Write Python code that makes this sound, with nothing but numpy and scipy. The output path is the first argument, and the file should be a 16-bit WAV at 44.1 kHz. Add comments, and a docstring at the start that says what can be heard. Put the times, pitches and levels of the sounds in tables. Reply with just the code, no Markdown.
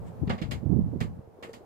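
"""Wind gusts buffet the two microphone ports in turn with dull thumps, on a moving boat beside a
wooden dock in a marina. Off to the right something hard, probably deck gear, knocks again and again
with a short, dense ring; the heavier blows sound the deck. Water laps faintly at the hull and a soft
rustle brushes by close to the microphone. In the distance, the hum of the town and a far motor."""
import sys
import numpy as np
from scipy import signal
from scipy.fft import irfft
from scipy.io import wavfile
from scipy.ndimage import uniform_filter1d

SR = 44100
rng = np.random.default_rng(int(sys.argv[2]) if len(sys.argv) > 2 else 0)


def materialize(psi):
    """Save the field psi as 16-bit PCM at rate SR to the path in sys.argv[1].

    A 1-D psi becomes a single channel; in a 2-D psi each row is a channel.
    """
    bounded = np.clip(np.atleast_2d(psi).T, -1, 1)
    quanta = np.round(bounded * 32767).astype(np.int16)
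    wavfile.write(sys.argv[1], SR, quanta)


N = 72765

LEFT_LAG_S, LEFT_DB = 0.000417, -2  # a sound from the right, as it arrives at the left port
KNOCK_LIKENESS, HUM_LIKENESS = 0.31, 0.42  # correlation between the ports, 0-1


def eddies():
    """Each eddy hits the ports with a low thump, falling an octave, and a short puff of air."""
    # eddies at the microphone
    # (time [s], level [dB], final pitch [Hz], right share [0-1], puff against thump [dB])
    thumps = [(0.226, -22, 134, 0, -1.5), (0.274, -14.5, 160, 0.2, -12), (0.415, -19, 158, 0.95, -10.5),
              (0.437, -19, 85, 0.2, -27), (0.487, -23, 84, 0, -22), (0.627, -18, 187, 0.95, -9),
              (0.656, -14, 96, 0.95, -12.5), (0.67, -17, 109, 1, -26), (0.695, -17, 168, 0.96, -8.5),
              (0.725, -12.5, 213, 0.97, -8), (0.762, -20, 200, 0.99, -4.5), (.785, -15.5, 178.7, 1, -9),
              (0.808, -14.5, 173.3, 0.7, -25.5), (0.928, -27, 187, 1, -1.5), (0.954, -17.5, 175, 0.86, -9),
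              (1.011, -16.5, 120.6, 0.94, -9), (1.046, -26.5, 202, 0.75, -12),
              (1.188, -24.5, 121.7, 0.55, -18.5), (1.275, -36.5, 93, 0.76, -33)]
    # spectrum of a puff (frequency [Hz], level [dB])
    puff_colour = [(60, -8), (220, 10), (350, 8), (450, -2.5), (650, -13.5), (1000, -35), (2200, -62),
                   (6000, -72)]
    out, air = np.zeros((2, N)), steady_noise(puff_colour)[0]
    for s, db, pitch, right, puff_db in thumps:
        push = blip(pitch, rise_s=0.0046, sag=1)
        t = np.arange(len(push)) / SR
        puff = np.roll(air, -rng.integers(N))[:len(push)] * swell(t, rise_s=0.0072)
        add(out, s, amp(db) * np.outer([1 - right, right], push + amp(puff_db) * puff))
    return out


def wind(lump_db=1.5, lump_s=0.01):
    """Lumpy turbulence right on the microphone, unrelated at the two ports."""
    # wind strength at the left port (time [s], level [dB])
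    left_gusts = [(0, -42.5), (.06, -38.5), (.12, -49.5), (.2, -43), (.23, -20), (.26, -31.5), (.32, -27.5),
                  (.40, -51), (.44, -32), (.57, -30), (.63, -54.5), (.73, -46), (.82, -25), (.89, -39),
                  (1.04, -38), (1.14, -39.5), (1.25, -56.5), (1.38, -64), (1.49, -56.5), (1.65, -77)]
    # wind strength at the right port (time [s], level [dB])
    right_gusts = [(0, -37.5), (.11, -41), (.18, -42), (.27, -33), (.33, -28.5), (.39, -48), (.5, -48),
                   (.59, -37), (.66, -39.5), (.71, -18.5), (.76, -20), (.82, -24.5), (.88, -28.5),
                   (.99, -35), (1.05, -30.5), (1.14, -42), (1.23, -55.5), (1.36, -58.5), (1.49, -53),
                   (1.65, -54.5)]
    # spectrum of the buffeting (frequency [Hz], level [dB])
    colour = [(15, -35.5), (40, -22), (70, 0), (120, 2), (200, -4), (280, -14), (420, -31), (600, -34.5),
              (1000, -41), (2200, -90)]
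    width = int(lump_s * SR)
    lumps = unit(uniform_filter1d(uniform_filter1d(rng.standard_normal((2, N)), width), width))
    gusts_db = np.array([curve(left_gusts), curve(right_gusts)])
    return steady_noise(colour) * amp(gusts_db + lump_db * lumps)


def knocks(size=16384, tick_s=0.00055, clack_delay_s=0.0056):
    """Gear knocks on the right: a tick at contact, a hollow clack, its own ring and the deck's."""
    # blows (time [s], level [dB], low-mid boost [dB], treble boost [dB], presence boost [dB],
    # weight of the common ring [0-1], deck against blow [dB], tick against blow [dB])
    blows = [(0.2732, -45, 10.5, -6, -0.5, 0.4, -30, -23), (0.296, -29, 7, -5, -5, 0.14, -0.5, -42),
             (0.3283, -49, 13, 11, 1, 0.1, 14.5, -26), (0.3806, -45.5, 3.5, -3.5, -4, 0.55, 0, -28),
             (0.4157, -38.5, 1, 1.5, -2, 1, -10, -27), (0.5104, -34.5, 0.5, 9, -1.5, 0.86, -8, -14),
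             (1.0044, -36, 3.5, 9, -3, 0.44, 1.5, -9), (1.4262, -40, 3.5, 5, -5.5, 0.95, -20.5, -14),
             (1.439, -46.5, 3, 9, -8, 0.23, -7, -26), (1.49, -55, 18, 20, 3, 0, -10, -20),
             (1.532, -46, 7, 16, 5, 0, -4, -4)]
    out = np.zeros((2, N))
    common_ring = noise_pair(0.87, KNOCK_LIKENESS, size)  # blows on one spot share part of their ring
    clack = amp(2.5) * blip(hz=1960, rise_s=0.00095)
    for s, level_db, *timbre, deck_db, tick_db in blows:
        tick = rng.standard_normal(size) * np.exp(-np.arange(size) / SR / tick_s)
        add(out, s, amp(level_db) * gear_ring(common_ring, *timbre))
        add(out, s, amp(level_db + tick_db) * from_right(tick))
        add(out, s, amp(level_db + deck_db) * from_right(deck()))
        add(out, s + clack_delay_s, amp(level_db) * from_right(clack))
    return out


def gear_ring(common_ring, low_db, treble_db, presence_db, shared, rise_s=0.0075):
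    """A blow builds into the gear's dense modes, which die quickly; it reaches the right port first."""
    # broad spectrum of the struck gear (frequency [Hz], level [dB])
    colour = [(60, -17), (210, 5), (400, 6.5), (720, -1), (1050, -5), (1400, -6.5), (2050, -2.5),
              (2650, 0.5), (3300, -2.5), (4700, -7.5), (5600, -17), (7600, -17.5), (9000, -29),
              (15000, -35)]
    # its resonances and one notch (frequency [Hz], width [Hz], boost [dB])
    modes = [(730, 80, 2.5), (1769, 69, 5.5), (1880, 100, 3), (2123, 56, 6.5), (2614, 35, -9),
             (4950, 32, 2.5)]
    # bands of the ring (centre [Hz], time to fall 60 dB [s], level at first contact [dB])
    bands = [(296, 0.18, -7), (1200, 0.22, -1), (2575, 0.14, -15), (4800, 0.16, 1), (9980, 0.17, -3.5)]
    size = 2 * (common_ring.shape[1] - 1)
    hz, t = np.fft.rfftfreq(size, 1 / SR), np.arange(size) / SR
    modes_db = sum(db / (1 + (2 * (hz - f) / width) ** 2) for f, width, db in modes)
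    boosts = [(250, 0.0059), (700, low_db), (1200, low_db), (2300, 0),
              (4500, presence_db), (10000, treble_db)]
    own_ring = noise_pair(np.sqrt(1 - shared ** 2), KNOCK_LIKENESS, size)
    spectrum = amp(read(colour, hz) + modes_db + read(boosts, hz)) * (shared * common_ring + own_ring)
    spectrum[0] *= amp(LEFT_DB) * np.exp(-2j * np.pi * hz * LEFT_LAG_S)
    ring, age = 0, np.maximum(t - rise_s, 0)
    centres, t60s, starts = np.transpose(bands)
    for weights, t60, start_db in zip(np.eye(len(centres)), t60s, starts):
        band = irfft(spectrum * read(np.c_[centres, weights], hz))
        attack = amp(start_db * np.maximum(1 - t / rise_s, 0))
        ring = ring + band * attack * amp(-60 * age / t60)
    return ring / irfft(spectrum).std()


def deck(rise_s=0.0023):
    """The boards under the gear answer a blow with a few low, short notes."""
    # wooden modes of the deck (frequency [Hz], level [dB], time to fall 60 dB [s])
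    modes = [(199.3, 1, 0.18), (231.2, 0.5, 0.25), (522, -8.5, .15), (722, -10.5, 0.074), (1127, -12, 0.19),
             (1154, -3.5, .15)]
    t = np.arange(SR // 4) / SR
    ring = sum(amp(db - 60 * t / t60) * np.sin(2 * np.pi * (hz * t + rng.random()))
               for hz, db, t60 in modes)
    return ring * (1 - np.exp(-t / rise_s))


def water(ripples_per_s=90, ripple_db=-63, low_hz=240, high_hz=567):
    """Hollow laps against the hull, a little to the left, among small ripples on both sides."""
    # laps at the hull (time [s], peak at the left port [dB], pitch [Hz], rise [s])
    hull_laps = [(1.388, -38.5, 400, 0.0023), (1.424, -40.5, 475, 0.0026), (1.481, -41, 330, 0.0036),
                 (1.493, -33.5, 460, 0.0028), (1.608, -38.5, 370, 0.0019)]
    laps, ripples = np.zeros((2, N)), np.zeros((2, N))
    for s, db, pitch, rise_s in hull_laps:
        add(laps, s, amp(db) * np.outer([1, .8], blip(pitch, rise_s)))
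    for when, pitch, strength, right in rng.random((int(ripples_per_s * N / SR), 4)):
        ripple = blip(low_hz * (high_hz / low_hz) ** pitch, rise_s=0.0014)
        add(ripples, when * N / SR, strength * np.outer([1 - right, right], ripple))
    return laps + amp(ripple_db) * unit(ripples)


def rustle(at_s=0.08, fade_s=0.02, db=-57.5):
    """One soft, high brush close to the microphone."""
    # spectrum of the rustle (frequency [Hz], level [dB])
    colour = [(1600, 3.5), (5500, -14), (8000, -3.5), (10000, -24)]
    return amp(db) * steady_noise(colour) * np.exp(-abs(np.arange(N) / SR - at_s) / fade_s)


def town(alike_below_hz=750, size=2 * N):
    """The dull hum of the distant town, partly alike at the two ports in the bass only."""
    # spectrum of the hum (frequency [Hz], level [dB])
    colour = [(30, -9.5), (100, -19.5), (250, -6.5), (380, -2), (455, 5), (560, 0), (800, -3), (1200, -13),
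              (2000, -24.5), (3500, -32.5), (8000, -36.5), (15000, -36.5)]
    # strength of the hum at the boat (time [s], level [dB])
    level = [(0, -50), (.6, -52.5), (1.05, -53.5), (1.3, -57.5), (1.5, -54.5), (1.65, -54.5)]
    hz = np.fft.rfftfreq(size, 1 / SR)
    likeness = HUM_LIKENESS / (1 + (hz / alike_below_hz) ** 2)
    spectrum = noise_pair(amp(read(colour, hz)), likeness, size)
    return unit(irfft(spectrum)[:, :N]) * amp(curve(level))


def far_motor(pitch_hz=455, width_hz=14, db=-60, size=2 * N):
    """A motor drones far off: a narrow band of noise, heard as one wavering note."""
    hz = np.fft.rfftfreq(size, 1 / SR)
    line = 1 / (1 + (2 * (hz - pitch_hz) / width_hz) ** 2)
    return amp(db) * unit(irfft(noise_pair(line, HUM_LIKENESS, size))[:, :N])


def from_right(x):
    """A sound from the right reaches the left port later and weaker."""
    return np.array([amp(LEFT_DB) * np.roll(x, round(LEFT_LAG_S * SR)), x])


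def blip(hz, rise_s, sag=0, sag_s=0.0018):
    """A few cycles that swell and die, starting sharp by the share sag."""
    t = np.arange(SR // 8) / SR
    pitch = hz * (1 + sag * np.exp(-t / sag_s))
    return swell(t, rise_s) * np.sin(2 * np.pi * np.cumsum(pitch) / SR)


def swell(t, rise_s):
    """Rises to 1 in rise_s and dies away."""
    return (t / rise_s * np.exp(1 - t / rise_s)) ** 2


def noise_pair(gain, likeness, size):
    """Left and right spectra of two partly alike noises of one colour."""
    a, b = np.exp(2j * np.pi * rng.random((2, size // 2 + 1)))
    return gain * np.array([likeness * a + np.sqrt(1 - likeness ** 2) * b, a])


def steady_noise(colour, size=2 * N):
    """Two unrelated noises of one colour, held at an even level."""
    gain = amp(read(colour, np.fft.rfftfreq(size, 1 / SR)))
    noise = irfft(noise_pair(gain, 0, size))[:, :N]
    power = uniform_filter1d(uniform_filter1d(noise ** 2, size=900), size=600)
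    return noise / np.sqrt(power)


def read(points, hz):
    """A spectrum table, interpolated on a log-frequency axis."""
    f, value = np.transpose(points)
    return np.interp(np.log(hz + 1), np.log(f + 1), value)


def curve(points):
    """A time table at every sample."""
    return np.interp(np.arange(N) / SR, *np.transpose(points))


def add(mix, s, sound):
    """Mixes a stereo sound in at s seconds."""
    part = mix[:, round(s * SR):][:, :sound.shape[1]]
    part += sound[:, :part.shape[1]]


def amp(db):
    """Decibels to amplitude."""
    return 10 ** (np.asarray(db) / 20)


def unit(x):
    """Scales to an RMS of 1."""
    return x / np.sqrt(np.mean(x ** 2) + 1e-20)


def scene():
    """Knocks on board and wind on the microphone, over the quiet marina."""
    return knocks() + wind() + eddies() + town() + far_motor() + rustle() + water()


def record(dry, edge_hz=15700):
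    """The recorder cuts off the highest treble."""
    lowpass = signal.firwin(255, edge_hz, window=("kaiser", 9), fs=SR)
    return signal.oaconvolve(dry, lowpass[None], "same")


dry = scene()
out = record(dry)
materialize(out)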